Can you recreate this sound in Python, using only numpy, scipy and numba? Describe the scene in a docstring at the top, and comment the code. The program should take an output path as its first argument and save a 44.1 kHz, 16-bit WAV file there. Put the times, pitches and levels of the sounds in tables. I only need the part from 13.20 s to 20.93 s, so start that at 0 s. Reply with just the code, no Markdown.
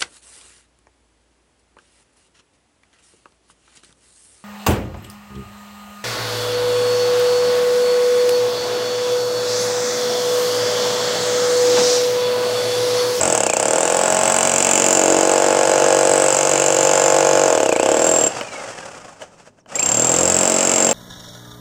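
"""A hand-held electric demolition hammer chisels a concrete edge outdoors, close under a small microphone.
Each crank turn while striking throws one blow that rings slab, chisel and barrel modes and rattles debris.
The motor adds filtered-noise hiss and gear tones locked to the crank angle. The trigger is let go briefly,
then for longer: the motor coasts almost to rest, with brief knocks, clicks and a squeak, and striking
starts again. Short echoes and the quiet noise of the site lie around the tool."""
import sys
import numpy as np
from scipy import signal
from scipy.fft import rfft, irfft
from scipy.io import wavfile
from scipy.ndimage import uniform_filter1d
from numba import njit

SR = 44100
rng = np.random.default_rng(int(sys.argv[2]) if len(sys.argv) > 2 else 0)


def digitize_waveform(pressure):
    """Quantize a signal to 16-bit integers and store it at the path in sys.argv[1].

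    Rows of a 2-D input are taken as channels; values are limited to [-1, 1].
    """
    field = np.atleast_2d(pressure).T
    bounded = np.clip(field, -1, 1)
    quanta = np.round(bounded * 32767).astype(np.int16)
    wavfile.write(sys.argv[1], SR, quanta)


N = 340893
T = np.arange(N) / SR
TOP_SPEED = 47.5  # reference crank speed, turns per s
# spans in which the hammer strikes: (from [s], to [s])
STRIKING_SPANS = [(-1, 5.08), (6.54, 9)]
# five groups of modes, the first of the formwork, the rest of the slab:
# (frequency [Hz], relative level [dB], nominal t60 [s])
SLAB_MODES = [
    [(179.6, -8, 0.2), (228.4, -5.5, 0.21)],
    [(332.3, -8, 0.047), (390, -22, 0.019)],
    [(483.3, -5.5, 0.2), (526, -1, 0.11)],
    [(553.5, -2.5, 0.22), (636.7, 13, 0.1), (661, 8, 0.039)],
    [(794, -17.5, 0.062), (872.7, 2, 0.051), (1063, 0.5, 0.025), (1293, -28.5, 0.039), (1442, 1.5, 0.017),
     (1654, -13, 0.099)],
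]


def undb(db):
    """Amplitude gain is ten to the power of a twentieth of the decibels."""
    return 10 ** (np.asarray(db) / 20)


def level(x, db=0):
    """Normalise by the root mean square, the amplitude measure of power."""
    return x * undb(db) / np.sqrt(np.mean(x ** 2))


def noise():
    """White noise: equal power in every hertz."""
    return rng.standard_normal(N)


@njit
def ring(x, hz, t60):
    """Damped resonance: a rotating phasor driven by x, with a ring time given for every sample."""
    y, z, turn = np.empty(len(x)), 0j, np.exp(2j * np.pi * hz / SR)
    for i in range(len(x)):
        z = z * turn * (1 - 6.9 / (t60[i] * SR)) + x[i] + 1e-18
        y[i] = z.imag
    return y


def fade(x, t60):
    """Exponential decay: a one-pole filter gives each impulse a tail that falls 60 dB in t60 seconds."""
    return signal.lfilter([1], [1, -np.exp(-np.log(1000) / (t60 * SR))], x)


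def colour(x, spectrum, size=2048):
    """Minimum-phase filtering: folding the cepstrum makes a (Hz, dB) shape causal."""
    hz, db = np.transpose(spectrum)
    bins_hz = np.arange(1, size // 2 + 2) * SR / size
    cepstrum = irfft(np.log(undb(np.interp(np.log(bins_hz), np.log(hz), db))))
    cepstrum[1:size // 2] *= 2
    cepstrum[size // 2 + 1:] = 0
    return signal.fftconvolve(x, irfft(np.exp(rfft(cepstrum))))[:N]


def walk(rate):
    """Band-limited chance: random steps, rate per second, smoothed twice, with a spread near 1."""
    k = int(SR / rate)
    steps = np.repeat(rng.standard_normal(N // k + 1), k)
    return 0.86 * uniform_filter1d(uniform_filter1d(steps, k), k)[:N]


def train(seconds, sizes):
    """Impulsive excitation: one sample at each given moment."""
    out = np.zeros(N)
    np.add.at(out, np.clip((seconds * SR).astype(int), 0, N - 1), sizes)
    return out


def during(t, spans):
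    """Gating: 1 inside the spans, 0 outside, with 2 ms edges."""
    return sum(np.clip((t - a) * 500, 0, 1) - np.clip((t - b) * 500, 0, 1) for a, b in spans)


def striking():
    """Gate of the striking spans, its edges smoothed over 2000 samples (45 ms)."""
    return uniform_filter1d(during(T, STRIKING_SPANS), size=2000)


def swell(at, width, db):
    """Gaussian gain that falls to 1/e of its peak one width [s] away."""
    return undb(db) * np.exp(-((T - at) / width) ** 2)


def over_time(table):
    """Linear interpolation of a (time, value) table at every sample."""
    return np.interp(T, *np.transpose(table))


def modes(x, table, gain, share, wander_db=0., order=-1):
    """Modal superposition: x drives each mode with wandering strength; order -1 alternates their phase."""
    out = 0
    for k, (hz, db, t60) in enumerate(table):
        drive = gain * undb(wander_db * walk(3.99)) * x
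        out = out + order ** k * undb(db) * ring(drive, float(hz), t60 * share)
    return out / np.std(out / gain)


def site_air():
    """Stationary background: the still air of the site as spectrally shaped noise."""
    # (frequency [Hz], spectral density [dB per Hz])
    site_spectrum = [(18, -18), (45, -4), (110, -6), (672, -13), (1660, -30), (1880, -37), (7840, -43),
                     (12000, -48), (15600, -87), (22000, -120)]
    return level(colour(noise(), site_spectrum), -58)


def crank():
    """Rotational dynamics: the trigger pulls the speed to its target; blows or friction slow it when let go."""
    # trigger held: (from [s], to [s])
    trigger_spans = [(.318, 4.232), (4.558, 4.938), (6.455, 9)]
    # speed the motor heads for under its load: (time [s], speed [turns per s])
    full_speed = [(1.807, 46.172), (2.026, 47.763), (3, 47.523), (4.2, 47.903), (4.6, 45.675), (6, 46.101)]
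    start_turn, start_speed = .465, 48.501  # turns, turns per s
    loaded_spin_up_s, free_spin_up_s = .191, .138  # time constants
    blow_brake, friction = 66.561, 18.266  # turns per s lost each second
    drag = .34  # share of the speed lost each second
    step = .002  # s
    t = np.arange(0, T[-1] + 2 * step, step)
    v = [start_speed]
    targets = np.interp(t, *np.transpose(full_speed))
    for on, busy, full in zip(during(t, trigger_spans), during(t, STRIKING_SPANS), targets):
        pull = (full - v[-1]) / (loaded_spin_up_s if busy > .5 else free_spin_up_s)
        brake = busy * blow_brake + (1 - busy) * (friction + drag * v[-1])
        v.append(max(v[-1] + step * (on * pull - (1 - on) * brake), .5))
    v = np.array(v[:-1])
    turns = start_turn + step * (np.cumsum(v) - v)
    return np.interp(T, t, v), np.interp(T, t, turns)


def motor_hiss(speed, turns):
    """Turbulent noise of fan and brushes: a power law of speed, modulated twice a turn."""
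    # colour of the hiss: (frequency [Hz], spectral density [dB per Hz])
    housing = [(88, -49.5), (150, -11), (213, -12), (328, -9), (439, -6.5), (534, 1), (923, -4), (1080, -8),
               (1310, -5), (2220, -14.5), (2650, -11.5), (4000, -23), (5150, -16), (7770, -16.5),
               (16000, -45.5)]
    # low rumble of the turning motor, growing with speed: (frequency [Hz], spectral density [dB per Hz])
    rumble = [(25, -6), (60, -2), (150, -5), (400, -12), (1500, -52)]
    # hiss swells as the crank shudders over its last compressions: (time [s], level before throb [dB])
    shudders = [(6.04, -42), (6.19, -45), (6.271, -42), (6.39, -51)]
    hiss_power, treble_power, rumble_power = 1.69, 1.65, 0.47  # exponents of amplitude over speed
    relative = speed / TOP_SPEED
    # the slower it turns, the lumpier it runs
    lumpy = np.clip(30 / speed, 0, 1.6)
    throb = undb(lumpy * (1.55 * np.cos(4 * np.pi * turns + 1.65) + 2.1 * walk(45)))
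    blowing = undb(-22) * relative ** hiss_power + sum(swell(s, .017, db) for s, db in shudders)
    air = level(colour(noise(), housing))
    treble = signal.sosfilt(signal.butter(2, 3970, "high", fs=SR, output="sos"), air)
    air = air + treble * (relative ** (treble_power - hiss_power) - 1)
    hiss = air * throb * blowing
    hiss += level(colour(noise(), rumble), -44) * relative ** rumble_power
    # loose gears chatter while the tool is not striking, 5 chance ticks a turn
    ticks = (rng.random(N) < 5 * speed / SR) * rng.exponential(size=N)
    return hiss * (1 + .45 * (1 - striking()) * fade(ticks, .02))


def gear_whine(speed, turns):
    """Tooth-mesh tones follow the crank, swell near case resonances and pulse with the piston's compression."""
    # (tooth contacts [per crank turn], relative level [dB], case resonance that lifts it [Hz])
    gears = [(86.1, 0, 2550), (104.3, -9, 4970), (44, -17, 2100), (150.5, -11, 4700)]
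    lift_width_hz, lift_db = 900, 13
    flicker_db = (1.5, 4.5)  # striking, free
    stall_speed = 28  # turns per s at which the strain is full
    busy = striking()
    free = 1 - busy
    # gears labour when a slow crank strikes: louder and more sharply pulsed
    strain = busy * np.clip((TOP_SPEED - speed) / (TOP_SPEED - stall_speed), 0, 1) ** 2
    squeeze = np.exp((1.4 + 8 * strain) * (np.cos(2 * np.pi * (turns + 0.12)) - 1))
    # running free the whine is stronger but the case lifts it less
    coast_db, lift_share = 2.5 * free, busy + .2 * free
    whine = 0
    for teeth, db, hz in gears:
        lift = lift_share * lift_db / (1 + (2 * (teeth * speed - hz) / lift_width_hz) ** 2)
        flicker = np.interp(free, (0, 1), flicker_db) * walk(30)
        tone = np.sin(2 * np.pi * teeth * turns + 0.43 * walk(60))
        whine = whine + undb(db + coast_db + lift + flicker) * tone
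    # below 20 turns per s it fades as the cube of the speed
    return undb(-37 + 10 * strain) * np.clip(speed / 20, 0, 1) ** 3 * squeeze * whine


def knocks_and_clicks():
    """Impact excitation: short noise bursts ring damped slab modes and a housing mode."""
    # brief knocks and clicks, the last the trigger being pulled:
    # (time [s], relative peak [dB], tick over thud drive [dB])
    impacts = [(5.211, -3, -3), (6.019, -17, -2.5), (6.273, -23.5, -11), (6.385, -29, -22),
               (6.46, -25.5, -7)]
    at, peak_db, tick_db = np.transpose(impacts)
    burst = fade(train(at, undb(peak_db)), 0.0083) * noise()
    clack = 0
    for group in SLAB_MODES[1:]:
        for k, (hz, db, t60) in enumerate(group):
            # level differences halved and ring times cut to 0.28
            clack = clack + (-1) ** k * undb(.5 * db) * ring(burst, float(hz), np.full(N, 0.28 * t60))
    tick = fade(train(at, undb(peak_db + tick_db)), 0.013) * noise()
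    housing = ring(tick, 3050., np.full(N, .015))
    tick = .8 * uniform_filter1d(tick, size=4) + .16 * housing
    return undb(-23.5) * clack + undb(-5.0) * tick


def squeak():
    """Frequency glide: one brief sine falls in pitch under a half-sine envelope."""
    start_s, length_s, from_hz, to_hz = 6.392, .03, 7400, 5300
    u = np.clip((T - start_s) / length_s, 0, 1)
    pitch = to_hz + (from_hz - to_hz) * (1 - u) ** 2
    return undb(-56) * np.sin(np.pi * u) * np.sin(2 * np.pi * np.cumsum(pitch) / SR)


def blow_trains(speed, turns):
    """Periodic impact: one blow per crank turn, then a weaker rebound about 7 ms later."""
    at = np.interp(np.arange(1, int(turns[-1]) + 1), turns, T)
    strikes = sum((at > a) & (at < b) for a, b in STRIKING_SPANS) > 0
    chance = rng.standard_normal((len(at), 3))[strikes].T
    at = at[strikes]
    # fewer blows a second carry the same power, but a slow crank cannot fling the striker hard
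    rate = np.interp(at, T, speed)
    blows = train(at, undb(0.27 * chance[0]) * np.clip(rate / 28, 0, 1) ** 3 / np.sqrt(rate))
    rebounds = train(at + .007 + .001 * chance[1], undb(-31.5 + 1.0 * chance[2]))
    return blows, rebounds


def slab_thud(blows, rebounds, speed, slab_db, slab_hz, form_db):
    """Modal response of slab and formwork; groups far from the favoured pitch respond less."""
    tops = [max(group, key=lambda mode: mode[1])[0] for group in SLAB_MODES[1:]]
    # 10.5 dB weaker one octave away, growing as the square of the distance
    gains = undb([form_db] + [slab_db - 10.5 * np.log2(hz / slab_hz) ** 2 for hz in tops])
    # slower blows ring shorter
    share = np.clip((speed / TOP_SPEED) ** 1.3, .2, 3)
    push = uniform_filter1d(blows + .5 * rebounds, size=9)
    return sum((-1) ** k * modes(push, group, gains[k], share, order=1)
               for k, group in enumerate(SLAB_MODES))


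def steel_ring(blows, rebounds, turns, chisel_db, tilt_db, free_db):
    """Boundary-dependent modes: the tip held by concrete damps the chisel, the freed shank rings longer."""
    # tip held, two groups, mostly below and mostly above 7.5 kHz:
    # (frequency [Hz], relative level [dB], t60 [s])
    chisel = [
        [(5084, -2, 0.022), (4730, -14, 0.029), (5374, 4.5, 0.014), (6800, -39, 0.011), (6556, 17.5, 0.0079),
         (6880, 14, 0.011), (7270, 12.5, 0.027), (13500, -9, .008)],
        [(7572, 13, 0.0095), (7707, 16, 0.016), (8160, 14.5, 0.0063), (8830, 9, 0.011), (9510, 0.5, 0.014),
         (14740, 2, 0.011), (15300, -13, .015), (5740, 1, 0.014)],
    ]
    # lengthwise modes of the shank: (frequency [Hz], relative level [dB], t60 while free [s])
    free_ring = [(7430, 8, 0.11), (7560, -1.5, 0.05), (14620, -4, .05)]
    # modes of the metal barrel: (frequency [Hz], relative level [dB], t60 [s])
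    barrel_modes = [(2130, -2.5, 0.034), (2296, -2, 0.038), (2440, -3.5, 0.033), (2686, 2.5, 0.029),
                    (2970, 2.5, 0.026), (3106, 3, 0.012), (3435, -8, 0.05)]
    # how loud the blows ring the barrel: (time [s], relative level [dB])
    barrel_db = [(.5, -33), (1.6, -23), (2.0, -31), (3.7, -25.5), (4.3, -29.5), (6.8, -39), (7.3, -26.5)]
    wander_db = 2.2
    held = np.ones(N)
    # steel on steel: a clean hit, then a short splutter of contacts, different every blow
    hits = blows + rebounds
    hit = 5.1 * hits + 0.36 * fade(hits, 0.013) * noise()
    # the tool holder passes each hit on through one broad mode
    chuck_hz, chuck_t60 = 6980., .0005 * held
    contact = ring(hit, chuck_hz, chuck_t60)
    first = modes(contact, chisel[0], undb(chisel_db - tilt_db / 2), held, wander_db)
    second = modes(contact, chisel[1], undb(chisel_db + tilt_db / 2), held, wander_db)
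    barrel = modes(hit, barrel_modes, undb(over_time(barrel_db)), held, wander_db)
    # the shank rings freely until the tip seats again, near the middle of the turn
    unseated = (turns % 1 < .55 + .12 * walk(40)) & (during(T - .01, STRIKING_SPANS) > 0)
    strong = contact + ring(15 * blows, chuck_hz, chuck_t60)
    free = modes(strong, free_ring, undb(free_db), np.where(unseated, 1, .2), wander_db)
    return undb(3.5) * (first + second) + undb(-11.5) * free + undb(-3.5) * barrel


def body_shake(turns):
    """Harmonic vibration: the body sways at twice and shakes at three times the crank speed."""
    # stronger sway when the tool lurches: (time [s], width [s], level before a common lift [dB])
    lurches = [(0.031, 0.072, -35), (.85, .2, -56), (5.0, .25, -38), (7.07, 0.18, -32)]
    # shake at three times the crank speed: (time [s], level before a common lift [dB])
    shake = [(0.0, -39), (.85, -53), (1.57, -37.5), (2.0, -44.5), (2.75, -39), (4.19, -36), (4.4, -48.5),
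             (6.6, -45.5), (6.8, -35), (7.1, -40), (7.45, -41)]
    twice = undb(-57) + sum(swell(*lurch) for lurch in lurches)
    thrice = undb(over_time(shake))
    # the common lift of 6 dB wavers a little
    return striking() * sum(gain * undb(6.0 + 0.6 * walk(12)) * np.sin(2 * np.pi * k * turns)
                            for k, gain in ((2, twice), (3, thrice)))


def debris_rattle(blows, rebounds):
    """Granular noise: a decaying, unsteady burst of shaped noise follows each impact."""
    # (frequency [Hz], spectral density [dB per Hz])
    debris = [(59, -29), (100, -10.5), (135, -26), (255, -27), (328, -2), (406, -11.5), (471, -4),
              (872, -6.5), (1870, -26), (2750, -11), (3780, -23), (7450, -15), (10900, -32.5), (14700, -27),
              (16000, -48)]
    rattle = fade(blows + rebounds, 0.053) * undb(1.4 * walk(300)) * noise()
    return level(colour(rattle, debris), -26.0)


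def hammer(speed, turns):
    """Common excitation: the same impacts drive slab, steel and debris, as the chisel's seat changes."""
    # how the chisel sits in the concrete, levels relative: (time [s], slab level [dB],
    # favoured slab pitch [Hz], formwork level [dB], held chisel level [dB],
    # second over first chisel group [dB], free ring level [dB])
    seat = [(0.0, -22.5, 630, -32, -25.5, 3, -37), (.3, -19, 620, -31.5, -27.5, 1, -33),
            (.62, -19.5, 616, -35.5, -27.5, 5, -24), (1.1, -21, 810, -33.5, -26.5, 7, -32),
            (1.45, -22, 614, -31.5, -23, 2, -32), (1.72, -18.5, 575, -30.5, -23, -3, -28),
            (1.9, -14, 480, -41.5, -25.5, -3, -25), (2.25, -17, 610, -31.5, -28.5, -0.5, -44),
            (2.7, -16, 590, -42, -27.5, -3.5, -28), (3.03, -16.5, 557, -42, -28, 8, -37),
            (3.12, -20.5, 640, -44, -26.5, -0.5, -42), (3.55, -19.5, 560, -39, -27, -5, -40),
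            (3.74, -17, 650, -64, -26, -5, -52), (4.24, -16, 586, -51, -30.5, -11, -38),
            (4.55, -14, 490, -47, -37.5, 2, -36), (4.85, -16.5, 537, -29, -30.5, -3, -6.5),
            (5.05, -19.5, 500, -32, -41, -13, -6), (6.6, -51, 500, -36, -44.5, -31.5, -8),
            (6.78, -24, 453, -27, -28, -7.5, -7.5), (7.15, -23.5, 526, -29, -23.5, 1.5, -8),
            (7.5, -22.5, 483, -32.5, -25.5, -3, -10), (7.7, -20, 570, -27, -27, -9, -8.5)]
    s, *columns = np.transpose(seat)
    slab_db, slab_hz, form_db, chisel_db, tilt_db, free_db = [np.interp(T, s, c) for c in columns]
    blows, rebounds = blow_trains(speed, turns)
    thud = slab_thud(blows, rebounds, speed, slab_db, slab_hz, form_db)
    steel = steel_ring(blows, rebounds, turns, chisel_db, tilt_db, free_db)
    return undb(-1.0) * thud + steel + body_shake(turns) + debris_rattle(blows, rebounds)


def echoes_of(tool):
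    """Diffuse reflection: slab and boards return a decaying random echo pattern after 3 ms."""
    t = T[:SR // 8]
    echoes = rng.standard_normal(SR // 8) * undb(-60 * t / .28) * (t > .003)  # t60 .28 s
    return signal.fftconvolve(tool, echoes / np.sqrt(np.sum(echoes ** 2)))[:N]


def scene():
    """Linear superposition of the site, the tool with its knocks and clicks, and the echoes."""
    speed, turns = crank()
    motor = motor_hiss(speed, turns) + gear_whine(speed, turns)
    tool = hammer(speed, turns) + motor + knocks_and_clicks() + squeak()
    return (tool + undb(-15.5) * echoes_of(tool) + site_air())[None]


def record(dry):
    """Transducer limits: the microphone drops bass and dips above 10 kHz; peaks round off, the top is cut."""
    # microphone response: (frequency [Hz], gain [dB])
    mic = [(30, -12), (70, -17.5), (130, -2), (9000, -1.5), (10300, -6), (11800, -14.5), (13000, -10),
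           (14500, -3.5), (16000, -12)]
    headroom = .89
    heard = headroom * np.tanh(1.001 * colour(dry[0], mic)[None] / headroom)
    return signal.sosfilt(signal.ellip(10, .2, 80, 16000, fs=SR, output="sos"), heard)


dry = scene()
out = record(dry)
digitize_waveform(out)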